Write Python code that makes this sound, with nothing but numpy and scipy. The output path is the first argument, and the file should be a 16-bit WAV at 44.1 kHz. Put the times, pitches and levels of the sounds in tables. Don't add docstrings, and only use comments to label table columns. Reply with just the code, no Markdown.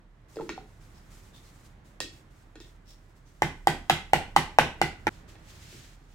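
import sys
import numpy as np
from scipy import signal
from scipy.fft import rfft, irfft, next_fast_len
from scipy.io import wavfile
from scipy.ndimage import map_coordinates

SR = 44100
rng = np.random.default_rng(int(sys.argv[2]) if len(sys.argv) > 2 else 0)


def int16_out(signal):
    q = np.round(np.clip(np.atleast_2d(signal).T, -1, 1) * 32767)
    wavfile.write(sys.argv[1], SR, q.astype(np.int16))


N = 271028
CUTOFF_S = 5.092


def amp(db):
    return 10 ** (np.asarray(db) / 20)


def unit(x):
    return x / np.sqrt(np.mean(x ** 2) + 1e-20)


def along(points, hz):
    f, v = np.transpose(points)
    return np.interp(np.log(hz + 1), np.log(f + 1), v)


def curve(rows):
    return np.interp(np.arange(N) / SR, *np.transpose(rows))


def wobble(rate):
    return map_coordinates(rng.standard_normal(int(N * rate / SR) + 4), [np.arange(N) * rate / SR])


def filtered(x, response):
    n = x.shape[-1]
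    m = next_fast_len(n + SR // 4, True)
    return irfft(rfft(x, m) * response(np.fft.rfftfreq(m, 1 / SR)), m)[..., :n]


def coloured(x, points, size=1024):
    cepstrum = irfft(np.log(amp(along(points, np.fft.rfftfreq(size, 1 / SR)))))
    cepstrum[1:size // 2] *= 2
    cepstrum[size // 2 + 1:] = 0
    return signal.fftconvolve(x, irfft(np.exp(rfft(cepstrum))))[:len(x)]


def stereo(pair, spectrum, coherence):
    def response(hz):
        angle = np.arccos(np.clip(along(coherence, hz), -1, 1)) / 2
        return amp(along(spectrum, hz)) * np.array([np.cos(angle), np.sin(angle)])
    mid, side = filtered(pair, response)
    return np.array([mid + side, mid - side])


def noise(spectrum, coherence):
    return unit(stereo(rng.standard_normal((2, N)), spectrum, coherence))


def fade(t60):
    return np.exp(-np.log(1000) * np.arange(SR) / SR / t60)


def mode(hz, t60, rise):
    t = np.arange(SR) / SR
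    return np.sin(2 * np.pi * hz * t) * fade(t60) * (1 - np.exp(-(t / rise) ** 2))


def ring(modes, rise, scatter_db, detune):
    return sum((-1) ** k * amp(db + scatter_db * rng.normal())
               * mode(hz * (1 + detune * rng.normal()), t60, rise)
               for k, (hz, db, t60) in enumerate(modes))


def burst(colour, t60, rise):
    crack = rng.standard_normal(SR) * fade(t60) * (1 - np.exp(-np.arange(SR) / SR / rise))
    return coloured(crack / np.linalg.norm(crack), colour)


def add(track, s, sound):
    start = round(s * SR)
    end = round(CUTOFF_S * SR) if s < CUTOFF_S else N
    part = sound[:, :end - start]
    track[:, start:start + part.shape[1]] += part


# f/Hz, level/dB
AMBIENT_SPECTRUM = [(12, -27.5), (20, -2), (43, -3), (101, -5), (127, -5.5), (241, -17.5), (319, -17.5),
                    (434, -24), (499, -24), (759, -26), (2530, -33.5), (3630, -29.5), (5680, -29.5),
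                    (14700, -44), (16000, -41.5)]
# f/Hz, coherence
AMBIENT_COHERENCE = [(60, 0.94), (180, 1), (550, 0.45), (1650, 0.06), (4970, 0.075), (15000, 0.25)]
# t/s, level/dB
AMBIENT_ENVELOPE = [
    [(0.0, -70), (0.104, -73.5), (0.3, -69)],
    [(0.75, -68.5), (0.95, -66.5), (3.35, -70.5)],
    [(5.15, -64), (5.628, -65), (6.12, -70)],
]
def room_rumble():
    tilt = [(22, -19.0), (31, 0.0), (2000, 7), (5000, -12.5), (12000, -13.5)]  # f/Hz, level/dB
    air = filtered(noise(AMBIENT_SPECTRUM, AMBIENT_COHERENCE), lambda hz: amp(along(tilt, hz)))
    return amp(curve(np.vstack(AMBIENT_ENVELOPE)) + 12) * air


# f/Hz, level/dB
MACHINE_TONE = [(37.7, -54)]
def machine_hum():
    waver_db, drift = 2.5 * wobble(3), 1.2 * wobble(2.5)
    t = np.arange(N) / SR
    return sum(amp(db + waver_db) * np.sin(2 * np.pi * hz * t + drift) for hz, db in MACHINE_TONE)


# f/Hz, T60/s
TAIL_DECAY = [(100, 0.67), (300, 0.35), (800, 0.34), (2200, 0.37), (5000, 0.32), (8000, 0.3), (14000, 0.2)]
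# f/Hz, level/dB
TAIL_SPECTRUM = [(100, 16.5), (350, 8), (550, -4), (800, -11.5), (1300, -1.5), (2300, 3), (4200, 5.5),
                 (7000, 1.5), (15000, 6)]
# f/Hz, coherence
ROOM_COHERENCE = [(100, 1), (400, 0.75), (900, 0.82), (1800, 0.13), (4000, .05)]
def room_tail():
    hz, t, bands = signal.stft(rng.standard_normal((2, SR // 2)), SR, nperseg=256)
    decay = np.exp(-np.log(1000) * t / along(TAIL_DECAY, hz)[:, None])
    tail = signal.istft(bands * decay, SR, nperseg=256)[1]
    tail = stereo(tail / np.linalg.norm(tail[0]), TAIL_SPECTRUM, ROOM_COHERENCE)
    tail *= 1 - np.exp(-(np.arange(tail.shape[1]) / SR / 0.0048) ** 2)
    return np.pad(tail, ((0, 0), (0, SR - tail.shape[1])))


def reverb(source, colour, source_db, wash_db):
    echo = signal.fftconvolve(source[None], room_tail(), axes=1)[:, :SR]
    wash = np.array([coloured(side, colour) for side in room_tail()])
    return amp(source_db) * echo + amp(wash_db) * wash


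# delay t/s, level/dB
REFLECTIONS = [(.0082, -3.5), (.0098, -18), (0.0152, -23), (.0212, -27), (.028, -11.5)]
# f/Hz, level/dB
WALL_RESPONSE = [(100, -7.5), (800, -25.5), (1400, 1.5), (2300, -0.5), (5000, -13.5), (15000, -11)]
def near_paths(x, lead_s):
    delay = lambda hz, s: np.exp(-2j * np.pi * hz * s)
    direct = filtered(x, lambda hz: delay(hz, lead_s / 2 * np.array([[-1], [1]])))
    walls = lambda hz: sum(amp(db) * delay(hz, s + rng.normal(0, 6e-5, (2, 1))) for s, db in REFLECTIONS)
    return direct + filtered(coloured(x, WALL_RESPONSE), walls)


def strokes(rows, attack_s=0.017, release_s=0.045):
    t = np.arange(N) / SR
    return sum(amp(db) * np.clip((t - s) / attack_s, 0, 1)
               * np.exp(-np.maximum(t - s - length, 0) / release_s) for s, length, db in rows)


# f/Hz, level/dB
SLEEVE_SPECTRUM = [(200, -27), (1200, 2), (3000, -1), (7500, 0), (10000, -6.5), (15000, -10.5)]
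# t/s, duration/s, level/dB
ARM_MOVES = [(.28, 0.21, -64.5), (.55, 0.23, -72), (.8, 0.34, -69.5), (1.1, 0.094, -63.5),
             (1.22, 0.07, -66.5), (1.34, .33, -66), (1.84, 0.054, -66.5), (2.11, 0.069, -64.5),
             (2.3, 0.13, -72), (2.65, 0.07, -70), (2.94, .16, -76.5), (3.15, 0.03, -73),
             (3.27, 0.17, -71.5)]
def sleeve():
    t = np.arange(N) / SR
    rest_db, swing_db = -85.5, -72
    swinging = (t > PADDLE_BLOWS[0][0]) & (t < CUTOFF_S)
    motion = amp(rest_db) + amp(swing_db) * swinging + strokes(ARM_MOVES)
    return motion * amp(1.0) * noise(SLEEVE_SPECTRUM, coherence=[(1000, 0.47), (6000, 0.3)])


# f/Hz, level/dB
PALM_SPECTRUM = [(710, -39), (1200, -9), (1540, -5), (2680, -3), (4750, -4.5), (7410, -6), (9720, -14),
                 (14800, -18), (16000, -19)]
# t/s, duration/s, level/dB
FINGER_GRIPS = [(5.095, 0.097, -68), (5.275, 0.03, -63)]
# t/s, level/dB
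PALM_STROKE = [(5.38, -80), (5.508, -58), (5.59, -60.5), (5.744, -55), (5.858, -59), (6.012, -76),
               (6.13, -71)]
def palms():
    sliding = np.arange(N) / SR > PALM_STROKE[0][0]
    motion = strokes(FINGER_GRIPS) + amp(curve(PALM_STROKE) - 3) * sliding
    return motion * amp(6.5) * noise(PALM_SPECTRUM, coherence=[(1000, 0.21), (6000, 0.19)])


# t/s, level/dB, squeak f/Hz
SCRAPES = [(0.959, -53, 5170), (1.351, -46, 3550), (1.457, -54, 4250), (2.6206, -47.5, 3570),
           (2.872, -54.5, 5370), (2.8962, -46, 5430), (3.2708, -57, 6140)]
# f/Hz, level/dB
SCRAPE_SPECTRUM = [(300, -25), (2400, -10), (3400, -3.5), (8000, -8), (11000, -19), (16000, -15)]
def paddle_scrapes():
    out = np.zeros((2, N))
    t = np.arange(SR // 4) / SR
    stroke = (t / 0.028) * np.exp(1 - t / 0.026)
    for s, db, squeak_hz in SCRAPES:
        catches = rng.standard_normal((2, len(t))) ** 3
        grit = filtered(catches, lambda hz: 0.37 + 1 / (1 + 1j * (hz - squeak_hz) / 130))
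        add(out, s - .02, amp(db - 10) * stroke * unit(stereo(grit, SCRAPE_SPECTRUM, ROOM_COHERENCE)))
    return out


def contact_colour(smack_db, bite_db, crack_db):
    return [(100, smack_db - 16.5), (700, smack_db + 7.5), (1200, smack_db), (2200, smack_db),
            (2900, bite_db), (4400, crack_db - 10.5), (7200, crack_db - 11.5),
            (10000, crack_db - 18.5), (16000, crack_db - 27.5)]


# f/Hz, level/dB, T60/s
FREE_PADDLE_MODES = [(1850, -4, .06), (2650, -2, .035), (3340, -4, .04), (3850, -4, .03), (4300, -3, .03),
                     (5230, -7, .04), (6400, -9, .03), (7300, -9, .03)]
# f/Hz, level/dB, T60/s
BENCH_TOP_MODES = [(335, 0.5, 0.042), (438.5, -4, 0.08), (566, 4, 0.016)]
# t/s, crack level/dB, thud level/dB, tock level/dB, tock f/Hz, smack level/dB
LIGHT_CONTACTS = [(0.3582, -45, -51, -49, 780, -66), (0.368, -51, -38.5, -56, 716, -51),
                  (0.3877, -64, -53, -35.5, 1315, -63), (0.3967, -64, -36, -33, 990, -65),
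                  (0.409, -54, -50, -26.5, 870, -51), (0.4922, -35, -41.5, -30, 1424, -33.5),
                  (0.5780, -56, -52, -26, 767, -51), (2.0034, -20.5, -43.5, -35, 516, -35.5),
                  (2.5554, -47.5, -52.5, -48, 1440, -50), (2.602, -42.5, -56.5, -52, 925, -55.5),
                  (5.2815, -59, -61.5, -52, 1210, -73), (5.354, -60, -72, -53, 861, -53),
                  (5.725, -68, -55, -50.5, 201, -66)]
def bench_knocks():
    out = np.zeros((2, N))
    dulling = [(7000, -2.0), (11000, -6.0)]
    for s, crack_db, thud_db, tock_db, tock_hz, smack_db in LIGHT_CONTACTS:
        bite_db = (smack_db + crack_db) / 2 - 1
        colour = contact_colour(smack_db, bite_db - 5.5, crack_db)
        colour = [(hz, db + along(dulling, hz)) for hz, db in colour]
        crack = amp(33.0) * burst(colour, t60=0.013, rise=0.00011)
        clack = amp(bite_db - 3) * ring(FREE_PADDLE_MODES, rise=.0002, scatter_db=1.5, detune=.004)
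        thud = amp(thud_db + 7.5) * ring(BENCH_TOP_MODES, rise=.0015, scatter_db=1.5, detune=.02)
        tock = amp(tock_db - 4.0) * mode(tock_hz, t60=0.05, rise=0.00059)
        body = clack + thud + tock
        near = near_paths(crack + body, lead_s=.00005)
        room = reverb(body + .5 * crack, colour, source_db=-3, wash_db=27.0)
        add(out, s, near + room)
    return out


# f/Hz, level/dB, T60/s, rise time/s
LOADED_BENCH_MODES = [(32.5, -15, 1.0, .09), (77.05, -12.5, 0.48, 0.043), (125.3, -9, 0.25, 0.014),
                      (154.1, 2, 0.19, 0.023), (197.8, -7, 0.12, 0.0022), (342.8, -3, 0.15, 0.007),
                      (397, 8, 0.013, 0.0014), (565, -5, 0.027, 0.00016)]
def bench_thump():
    boom = sum(amp(db + rng.normal(0, 1)) * mode(hz * (1 + rng.normal(0, 0.0034)), t60, rise)
               for hz, db, t60, rise in LOADED_BENCH_MODES)
    return amp(-22) * boom * amp([[-1.6], [1.3]])


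# f/Hz, level/dB, T60/s
DAMPED_PADDLE_MODES = [(1163, -22.5, .025), (1323, -11, 0.044), (1494, 0, 0.026), (1936, -9.5, 0.031),
                       (2073, -4, 0.031), (2415, -17, 0.0845)]
# t/s, slap level/dB, tock level/dB, tock f/Hz, smack level/dB, bite level/dB
PADDLE_BLOWS = [(3.4204, -28, -14.5, 822, -28, -31.5), (3.6712, -23.5, -9, 790, -23.5, -28),
                (3.8975, -20.5, -9.5, 782, -23.5, -23.5), (4.1331, -23.5, -7, 804, -25, -25.5),
                (4.363, -20.5, -7, 820, -22, -26), (4.5858, -22, -7, 842, -19.5, -17),
                (4.815, -25.5, -12.5, 793, -28, -29.5), (5.0688, -33, -14.5, 848, -25.5, -34)]
def paddle_blows():
    out = np.zeros((2, N))
    for s, slap_db, tock_db, tock_hz, smack_db, bite_db in PADDLE_BLOWS:
        colour = contact_colour(smack_db, bite_db, slap_db)
        slap = amp(37.0) * burst(colour, t60=0.0082, rise=0.0018)
        tock = -amp(tock_db + 7.5) * mode(tock_hz, t60=0.027, rise=0.0012)
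        overtones = ring(DAMPED_PADDLE_MODES, rise=.0004, scatter_db=2.0, detune=0.012)
        paddle = tock + amp(smack_db + 4.5) * overtones
        thump = bench_thump()
        room = reverb(paddle + .5 * slap, colour, source_db=-1.5, wash_db=29.0)
        add(out, s, near_paths(slap + paddle, lead_s=0.00016) + room + thump)
    return out


def scene():
    impacts = (paddle_blows() + bench_knocks()) * amp([[-.6], [.6]])
    rubbing = (sleeve() + palms()) * amp(1.2 * wobble(38))
    scrapes = paddle_scrapes()
    background = (room_rumble() + machine_hum()) * amp([[-1.6], [1.2]])
    return impacts + rubbing + scrapes + background


def record(dry, top_hz=16300):
    return filtered(np.clip(dry, -1, 1), lambda hz: 1 / (1 + (hz / top_hz) ** 120))


dry = scene()
out = record(dry)
int16_out(out)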